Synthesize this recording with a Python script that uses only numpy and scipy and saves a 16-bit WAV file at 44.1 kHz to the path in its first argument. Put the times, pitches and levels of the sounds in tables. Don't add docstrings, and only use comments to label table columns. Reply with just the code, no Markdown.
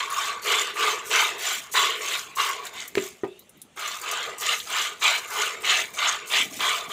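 import sys
import numpy as np
from scipy import signal
from scipy.fft import rfft, irfft
from scipy.io import wavfile
from scipy.ndimage import uniform_filter1d

SR = 44100
rng = np.random.default_rng(int(sys.argv[2]) if len(sys.argv) > 2 else 0)


def persist_wave(psi):
    counts = np.round(np.clip(psi, -1, 1) * 32767).astype(np.int16)
    wavfile.write(sys.argv[1], SR, np.atleast_2d(counts).T)


def amplitude_ratio(level_db):
    exponent = np.asarray(level_db, float) / 20
    return 10 ** exponent


N = 305172
T = np.arange(N) / SR

# (time [s], swell [s], squeeze [s], hiss level [dB])
TEAT_JETS = [(-0.106, 0.047, 0.18, -52), (0.074, 0.093, 0.2, -43.0), (0.417, 0.04, 0.2, -38.5),
             (0.735, 0.1, 0.19, -40), (1.044, 0.17, 0.2, -36), (1.373, 0.11, 0.19, -37.5),
             (1.712, 0.03, 0.14, -36), (1.95, 0.21, 0.236, -40.5), (2.352, 0.036, 0.14, -39),
             (2.625, 0.028, 0.028, -51), (2.73, 0.017, 0.13, -53.2), (2.944, 0.097, 0.13, -46.5),
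             (3.758, 0.043, 0.21, -46.5), (3.967, 0.048, 0.31, -49.5), (4.378, 0.03, 0.22, -40.5),
             (4.637, 0.08, 0.23, -42.5), (4.992, 0.044, 0.19, -40.5), (5.269, 0.089, 0.2, -40),
             (5.6, 0.14, 0.21, -39.5), (5.934, 0.012, 0.2, -46), (6.257, 0.072, 0.15, -38),
             (6.502, 0.11, 0.27, -41), (6.876, 0.052, 0.037, -42.8)]
# (time [s], level [dB], upper modes re lower [dB])
BLOWS = [
    (2.9526, -31.5, -10),
    (2.973, -16, -10),
    (2.9777, -29.5, 5),
    (3.2343, -20.5, -3.5),
]


def evened(x):
    return x / np.sqrt(np.mean(x ** 2) + 1e-20)


def add(mix, s, sound):
    part = mix[round(s * SR):][:len(sound)]
    part += sound[:len(part)]


def coloured(x, points):
    hz, db = np.transpose(points)
    bins = np.fft.rfftfreq(len(x), 1 / SR)
    gain = amplitude_ratio(np.interp(np.log(bins + 1), np.log(hz), db))
    return evened(irfft(rfft(x) * gain, len(x)))


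def resonate(x, hz, width):
    turn = np.exp(2j * np.pi * np.cumsum(hz * np.ones(len(x))) / SR)
    r = np.exp(-np.pi * width / SR)
    return 2 * (turn * signal.lfilter([1 - r], [1, -r], x / turn + 1e-18)).real


def ring(x, modes):
    out = np.zeros(len(x))
    for k, (hz, width, db) in enumerate(modes):
        near, far = np.exp((2j * hz - width * np.array([1, 1.3])) * np.pi / SR)
        gain = (1 - abs(near)) * (1 - abs(far))
        out += (-1) ** k * amplitude_ratio(db) * signal.lfilter([gain], np.poly([near, far]), x).real
    return evened(out)


def flutter(per_s):
    return evened(signal.lfilter(*signal.butter(1, 2 * per_s / SR), rng.standard_normal(N)))


def patchy(x, patch_db, size=(4, 14)):
    z = signal.stft(x, nperseg=512, noverlap=384)[2]
    field = rng.standard_normal(z.shape[::-1]).T
    field = uniform_filter1d(field, size=size[0], axis=0)
    field = evened(uniform_filter1d(field, size=size[1], axis=1))
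    return evened(signal.istft(z * amplitude_ratio(patch_db * field), nperseg=512, noverlap=384)[1][:N])


def squeezes(rows, gain_db, follow=1.0, onset=0.65, sag_db=63, cut_db=340, drip=0.37, drip_db=25, head_db=0):
    usual_db, head_s = -25, 0.017
    power = np.zeros(N)
    for (s, swell, length, db), wet in zip(rows, drip * np.ones(len(rows))):
        u = np.maximum(T - s, 0)[max(round(s * SR), 0):][:SR]
        after = np.maximum(u - length, 0)
        share = np.clip(wet, 0, 1)
        shape = np.minimum(u / swell, 1) ** onset * amplitude_ratio(-sag_db * np.maximum(u - swell, 0))
        shape = shape * ((1 - share) * amplitude_ratio(-cut_db * after) + share * amplitude_ratio(-drip_db * after))
        shape = shape * amplitude_ratio(head_db * np.clip((head_s - u) / 0.002, 0, 1))
        level = amplitude_ratio(gain_db + usual_db + follow * (db - usual_db))
        add(power, max(s, 0), (level * shape) ** 2)
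    return np.sqrt(power)


def bubbles(lo_hz, hi_hz, per_s, cycles, spread_db, count=24):
    out = np.zeros(N)
    t = np.arange(700) / SR
    for hz in np.geomspace(lo_hz, hi_hz, count):
        tone = np.sin(2 * np.pi * hz * t * (1 + 0.01255 * hz * t))
        ping = tone * np.exp(-t * hz / cycles) * np.sqrt(hz)
        hit, size = rng.random(N), rng.exponential(1, N)
        train = (hit < per_s / count / SR) * amplitude_ratio(spread_db * np.minimum(size, 4))
        out += signal.oaconvolve(train, ping)[:N]
    return evened(out)


def droplets(share, spread_db):
    size_db = spread_db * np.minimum(rng.exponential(1, N), 6) * (rng.random(N) < share)
    return patchy(rng.standard_normal(N) * amplitude_ratio(size_db + 3.83 * flutter(127)), 3.8)


def milk():
    # (time [s], swell [s], squeeze [s], peak level [dB], aim: bucket air re froth [dB])
    full_jets = [(-0.101, 0.025, 0.091, -23, 0), (0.072, 0.19, 0.23, -31, 0.5),
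                 (0.447, 0.073, 0.27, -22.5, -6), (0.753, 0.12, 0.17, -25.5, -0.5),
                 (1.098, 0.062, 0.19, -20.5, -2), (1.373, 0.13, 0.19, -28, -5.5),
                 (1.737, 0.037, 0.22, -20.5, -4.5), (1.991, 0.21, 0.17, -26.5, -8),
                 (2.366, 0.046, 0.18, -26.5, 0.5), (2.617, 0.052, 0.047, -40.5, -10),
                 (2.717, 0.13, 0.098, -34, -10.5), (2.958, 0.013, 0.11, -36.5, -7),
                 (3.761, 0.096, 0.2, -32, -0.5), (4.012, 0.14, 0.3, -30.5, 0.5),
                 (4.401, 0.14, 0.13, -23, -10.5), (4.686, 0.1, 0.18, -25.5, -4),
                 (5.011, 0.045, 0.15, -19, -5), (5.295, 0.13, 0.23, -29.5, -0.5),
                 (5.631, 0.075, 0.16, -22, -8), (5.967, 0.1, 0.18, -24, -4),
                 (6.298, 0.062, 0.11, -20, -10.5), (6.589, 0.067, 0.21, -23.5, -2),
                 (6.893, 0.065, 0.042, -28.5, -3.5)]
    # (time [s], swell [s], squeeze [s], peak level [dB], air re froth [dB])
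    spurts = [(4.415, 0.018, 0.043, -32.5, -13), (4.655, .02, .04, -45, 0), (5.225, 0.012, 0.027, -42, -10),
              (5.69, .02, 0.034, -22, -22), (5.775, .015, 0.039, -27.5, -20),
              (5.935, .01, 0.035, -45.5, -7), (6.06, 0.03, 0.026, -25.5, -9),
              (6.515, 0.033, 0.076, -42.5, -14)]
    strike_db = [-39, -43, -35, -36, -35.5, -65, -37.5, -65, -39, -50, -54, -67, -47, -39.5, -42.5, -44,
                 -42.5, -39.5, -43, -46.5, -45.5, -40.5, -36.5]
    jet_bubble_hz = [2840, 2740, 2670, 2750, 2560, 2600, 2600, 3070, 2980, 3030, 2170, 2600, 2850, 3040,
                     2700, 2660, 2380, 2900, 2650, 2730, 2600, 3100, 3060]
    # (time [s], frequency [Hz])
    column = [(0, 1135), (1.5, 1228), (1.72, 1090), (2.0, 1130), (2.35, 1093), (2.9, 1160), (3.8, 1215),
              (6.92, 1203)]
    # (frequency [Hz], width [Hz], level [dB])
    wall_modes = [(343, 54, -11.5), (421.2, 40, -5.5), (473.7, 43, -4.5), (682, 210, 1)]
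    air_modes = [(1028, 158, 3.5), (1209.6, 123, -1.5), (1484, 340, 3)]
    froth_modes = [(1636, 410, -7), (2042, 286, -1), (2430, 365, -2), (2866, 1110, -4.5), (3815, 1760, -1),
                   (4216, 1020, -9)]
    # (frequency [Hz], level [dB per Hz])
    spray_colour = [(900, -58), (2710, -10), (4600, -5), (5400, -6.5), (6670, 0), (7440, -1), (9200, -16),
                    (12000, -25), (20200, -120)]

    rows, main = np.array(full_jets + spurts), len(full_jets)
    jets, aim_db = rows[:, :4], rows[:, 4:]
    wet = amplitude_ratio(1.1 * aim_db[:, 0])
    head_db = -2.5

    flow = squeezes(jets, 0.12, drip=0.63 * wet, head_db=head_db)
    hollow = squeezes(jets + aim_db * [0, 0, 0, 1], 0.044, onset=0.45, sag_db=66.5, cut_db=310,
                      drip=0.74 * wet, drip_db=7, head_db=head_db)
    drone = squeezes(np.c_[jets[:main, :3], strike_db], -5.6, onset=0.12, sag_db=12, cut_db=190,
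                     drip=3.2 * wet[:main], drip_db=36)
    belly = squeezes(jets, -20.5, follow=0.31, onset=0.28, sag_db=25.5, cut_db=290,
                     drip=1.6 * wet * wet, drip_db=41)
    landing_mist = squeezes(jets, -9, follow=0.71, onset=0.65, sag_db=64, cut_db=350,
                            drip=0.53 * wet, drip_db=33, head_db=head_db)
    teat_mist = squeezes(TEAT_JETS, 1.33, onset=0.73, sag_db=-10, cut_db=222, drip=0.2, drip_db=90)
    mist = np.hypot(landing_mist, teat_mist)

    foam = bubbles(353.6, 5030, 5000, 3.43, 1.67, count=14)
    foam = foam + 0.93 * bubbles(895.7, 4613, 900, 18.7, 3.7, count=12)
    drive = patchy(foam + 2.2 * rng.standard_normal(N), 2.17)
    drive = patchy(drive, 2.4, size=(2, 40))

    spent_hz = 2320
    full_hz = np.interp(T, jets[:main, 0] + jets[:main, 1], jet_bubble_hz)
    bubble_hz = spent_hz + (full_hz - spent_hz) * np.tanh(flow / amplitude_ratio(-29.5))
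    froth = ring(drive, froth_modes)
    froth = evened(froth + 1.68 * resonate(froth, bubble_hz, 860))
    air = ring(drive, air_modes)
    air = evened(air + 2.6 * resonate(air, np.interp(T, *np.transpose(column)), 78))
    wall = ring(drive, wall_modes[:3])
    unshifted = T < BLOWS[1][0]
    wall = evened(wall + 0.36 * unshifted * resonate(wall, 395, 33))
    spray = coloured(droplets(0.032, 3.6), spray_colour)
    spray = spray * amplitude_ratio(1.25 * flutter(56))

    breakup = evened(amplitude_ratio(0.71 * flutter(22)))
    mix = flow * froth + hollow * air
    mix = mix + drone * wall * amplitude_ratio(1.74 * flutter(10))
    mix = mix - belly * ring(drive, wall_modes[3:])
    return (mix + mist * spray) * breakup


def splats():
    # (time [s], level [dB], centre [Hz])
    wet_hits = [(0.769, -10, 2060), (1.119, -28, 1200), (1.7514, -8, 1110), (2.008, -13, 2170),
                (2.666, -14, 3800), (3.6164, -30.5, 3850), (3.774, -13.5, 1150), (4.6006, -8.5, 3500),
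                (4.7015, -18, 1160), (5.02, -6.5, 1280), (5.1606, -5, 3200), (5.646, -1.5, 2530),
                (5.938, -32, 1140), (5.9688, -24, 1150), (5.9895, -4.5, 2900)]
    out, t = np.zeros(N), T[:2500]
    for (s, db, hz), puff in zip(wet_hits, rng.standard_normal((len(wet_hits), len(t)))):
        burst = evened(resonate(resonate(puff, hz, 660), hz, 1800))
        add(out, s, amplitude_ratio(db - 19 - 60 * t / 0.051) * burst * np.minimum(t / 0.00033, 1))
    return out


def bucket(x):
    t = T[:3000]
    tail = rng.standard_normal(len(t)) * amplitude_ratio(-60 * t / 0.058) * (t > 0.0015)
    return x + amplitude_ratio(-10.5) * signal.oaconvolve(x, tail / np.linalg.norm(tail))[:N]


def teat():
    # (frequency [Hz], level [dB per Hz])
    hiss_colour = [(2000, -70), (5000, -2), (8000, 5), (9500, 1), (12000, 0.5), (15400, 1.5), (16000, -29)]
    hiss = coloured(droplets(0.012, 4.7), hiss_colour)
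    return hiss * squeezes(TEAT_JETS, 0.11, onset=0.41, sag_db=8.5, cut_db=220, drip=0.23, drip_db=95)


def knocks():
    # (frequency [Hz], level [dB], t60 [s])
    lower_modes = [(132, -15.5, 0.1), (187, -28, 0.28), (231, -17, 0.17), (289, -13.5, 0.18),
                   (349, -7.5, 0.15), (363, -13, 0.33), (397.3, -2, 0.14), (385, -7, 0.26),
                   (420, -14.5, 0.32)]
    upper_modes = [(500, -14, 0.17), (570, -7.5, 0.076), (650, -24, 0.32), (670, -25, 0.064),
                   (985, -7, 0.08), (1220, -10.5, 0.12), (1880, -6.5, 0.031)]
    # (time [s], level [dB], centre [Hz], t60 [s])
    skin_slaps = [
        (2.9526, -10, 2200, 0.01),
        (2.9784, -21, 2110, 0.046),
        (3.2339, -33, 700, 0.15),
        (3.242, -41, 1870, 0.1),
    ]
    out, t = np.zeros(N), T[:SR // 2]

    def struck(modes):
        return sum(amplitude_ratio(db - 60 * t / t60) * np.sin(2 * np.pi * hz * t) for hz, db, t60 in modes)

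    lower, upper = struck(lower_modes), struck(upper_modes)
    rise = np.minimum(t / 0.0017, 1)
    for s, db, upper_db in BLOWS:
        add(out, s, amplitude_ratio(db) * (lower + amplitude_ratio(upper_db) * upper) * rise)
    for (s, db, hz, t60), puff in zip(skin_slaps, rng.standard_normal((len(skin_slaps), len(t)))):
        slap = evened(resonate(resonate(puff, hz, 0.29 * hz), hz, 2.6 * hz))
        add(out, s, slap * amplitude_ratio(db - 60 * t / t60) * rise)
    return out


def ticks():
    # (time [s], level [dB], centre [Hz], t60 [s])
    drops = [(0.102, -26, 10100, 0.041), (0.127, -25, 7480, 0.03), (1.056, -25, 6690, 0.016),
             (1.41, -43, 7580, 0.02), (2.6523, -22.5, 7560, 0.026), (2.668, -24.5, 7270, 0.024),
             (2.813, -43, 6610, 0.03), (2.878, -24, 12700, 0.027), (2.881, -28, 7080, 0.022),
             (2.952, -26, 7150, 0.028), (2.9781, -35, 7430, 0.03), (3.243, -45, 7350, 0.03),
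             (3.275, -47, 7260, 0.03), (3.3927, -31.5, 13500, 0.027), (3.494, -36.5, 9660, 0.038),
             (3.5713, -44, 13200, 0.037), (3.617, -26.5, 9900, 0.036), (3.7264, -68, 7210, 0.027),
             (3.794, -24, 7360, 0.03), (3.8771, -24, 6990, 0.03), (4.0148, -22.5, 7340, 0.03),
             (4.1127, -17, 6260, 0.06), (4.3834, -23, 8400, 0.022), (4.5994, -44, 6010, 0.03),
             (4.7006, -22, 7970, 0.026), (5.9044, -50, 7060, 0.03), (5.917, -47, 6960, 0.024),
             (5.938, -29.5, 6610, 0.03)]
    out, t = np.zeros(N), T[:4000]
    high = signal.butter(8, 5500, "high", fs=SR, output="sos")
    for (s, db, hz, t60), puff in zip(drops, rng.standard_normal((len(drops), len(t)))):
        burst = evened(signal.sosfilt(high, resonate(puff, hz, 930) + 0.24 * puff))
        fade = amplitude_ratio(-60 * t / t60) + 0.21 * amplitude_ratio(-60 * t / 0.14)
        add(out, s, amplitude_ratio(db - 10.0) * burst * fade)
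    return out


def bird():
    # (time [s], frequency [Hz], level [dB])
    chirps = [
        [(3.25, 2560, -64), (3.29, 2580, -60), (3.33, 2680, -66), (3.365, 2780, -59), (3.41, 2950, -69)],
        [(3.27, 3300, -69), (3.32, 3650, -59), (3.355, 3550, -71), (3.4, 3850, -61), (3.44, 4300, -66)],
    ]
    out = np.zeros(N)
    for rows in chirps:
        s, hz, db = np.transpose(rows)
        t = np.arange(s[0], s[-1], 1 / SR)
        tone = evened(resonate(rng.standard_normal(len(t)), np.interp(t, s, hz), 140))
        add(out, s[0], tone * amplitude_ratio(3.0 + np.interp(t, s, db)) * signal.windows.tukey(len(t), 0.2))
    return out


def wind():
    # (time [s], peak level [dB], rise and fall [dB per s])
    puffs = [(2.93, -56, 250), (4.75, -59, 92), (5.8, -56.5, 92), (6.44, -52, 120), (6.52, -45.5, 122),
             (6.6, -52.5, 160), (6.89, -51, 400)]
    colour = [(40, -32), (110, -3.5), (200, 3), (320, 4.5), (600, -29)]  # (Hz, dB)
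    lumps = coloured(rng.standard_normal(N) * amplitude_ratio(4.8 * flutter(25)), colour)
    return lumps * sum(amplitude_ratio(db - fall_db * abs(T - s)) for s, db, fall_db in puffs)


def yard():
    # (frequency [Hz], level [dB per Hz])
    air_colour = [(15, -53), (25, -29), (64, -3.5), (119, -3.5), (204, -1), (314, -2.5), (668, -9.5),
                  (1060, -12.5), (1240, -11), (1500, -14.5), (2020, -14), (3180, -10.5), (4900, -23.5),
                  (6950, -17), (15600, -36)]
    level_db = -58 + 0.5 * flutter(6.1)
    return amplitude_ratio(level_db) * coloured(patchy(rng.standard_normal(N), 2.7), air_colour)


def scene():
    slaps = signal.sosfilt(signal.butter(4, 650, "high", fs=SR, output="sos"), splats())
    jets = signal.sosfilt(signal.butter(4, 310, "high", fs=SR, output="sos"), milk())
    return (bucket(jets + slaps) + teat() + knocks() + ticks() + bird() + wind() + yard())[None]


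def low_pass(x):
    return signal.sosfilt(signal.butter(12, 16470, fs=SR, output="sos"), x)


def record(dry):
    rounded = 0.63 * np.tanh(dry / 0.61)
    thin = signal.sosfilt(signal.butter(3, 50, "high", fs=SR, output="sos"), rounded)
    edge = signal.firwin(601, 15650, window=("kaiser", 8), fs=SR)
    return low_pass(signal.oaconvolve(thin, edge[None], "same"))


dry = scene()
out = record(dry)
persist_wave(out)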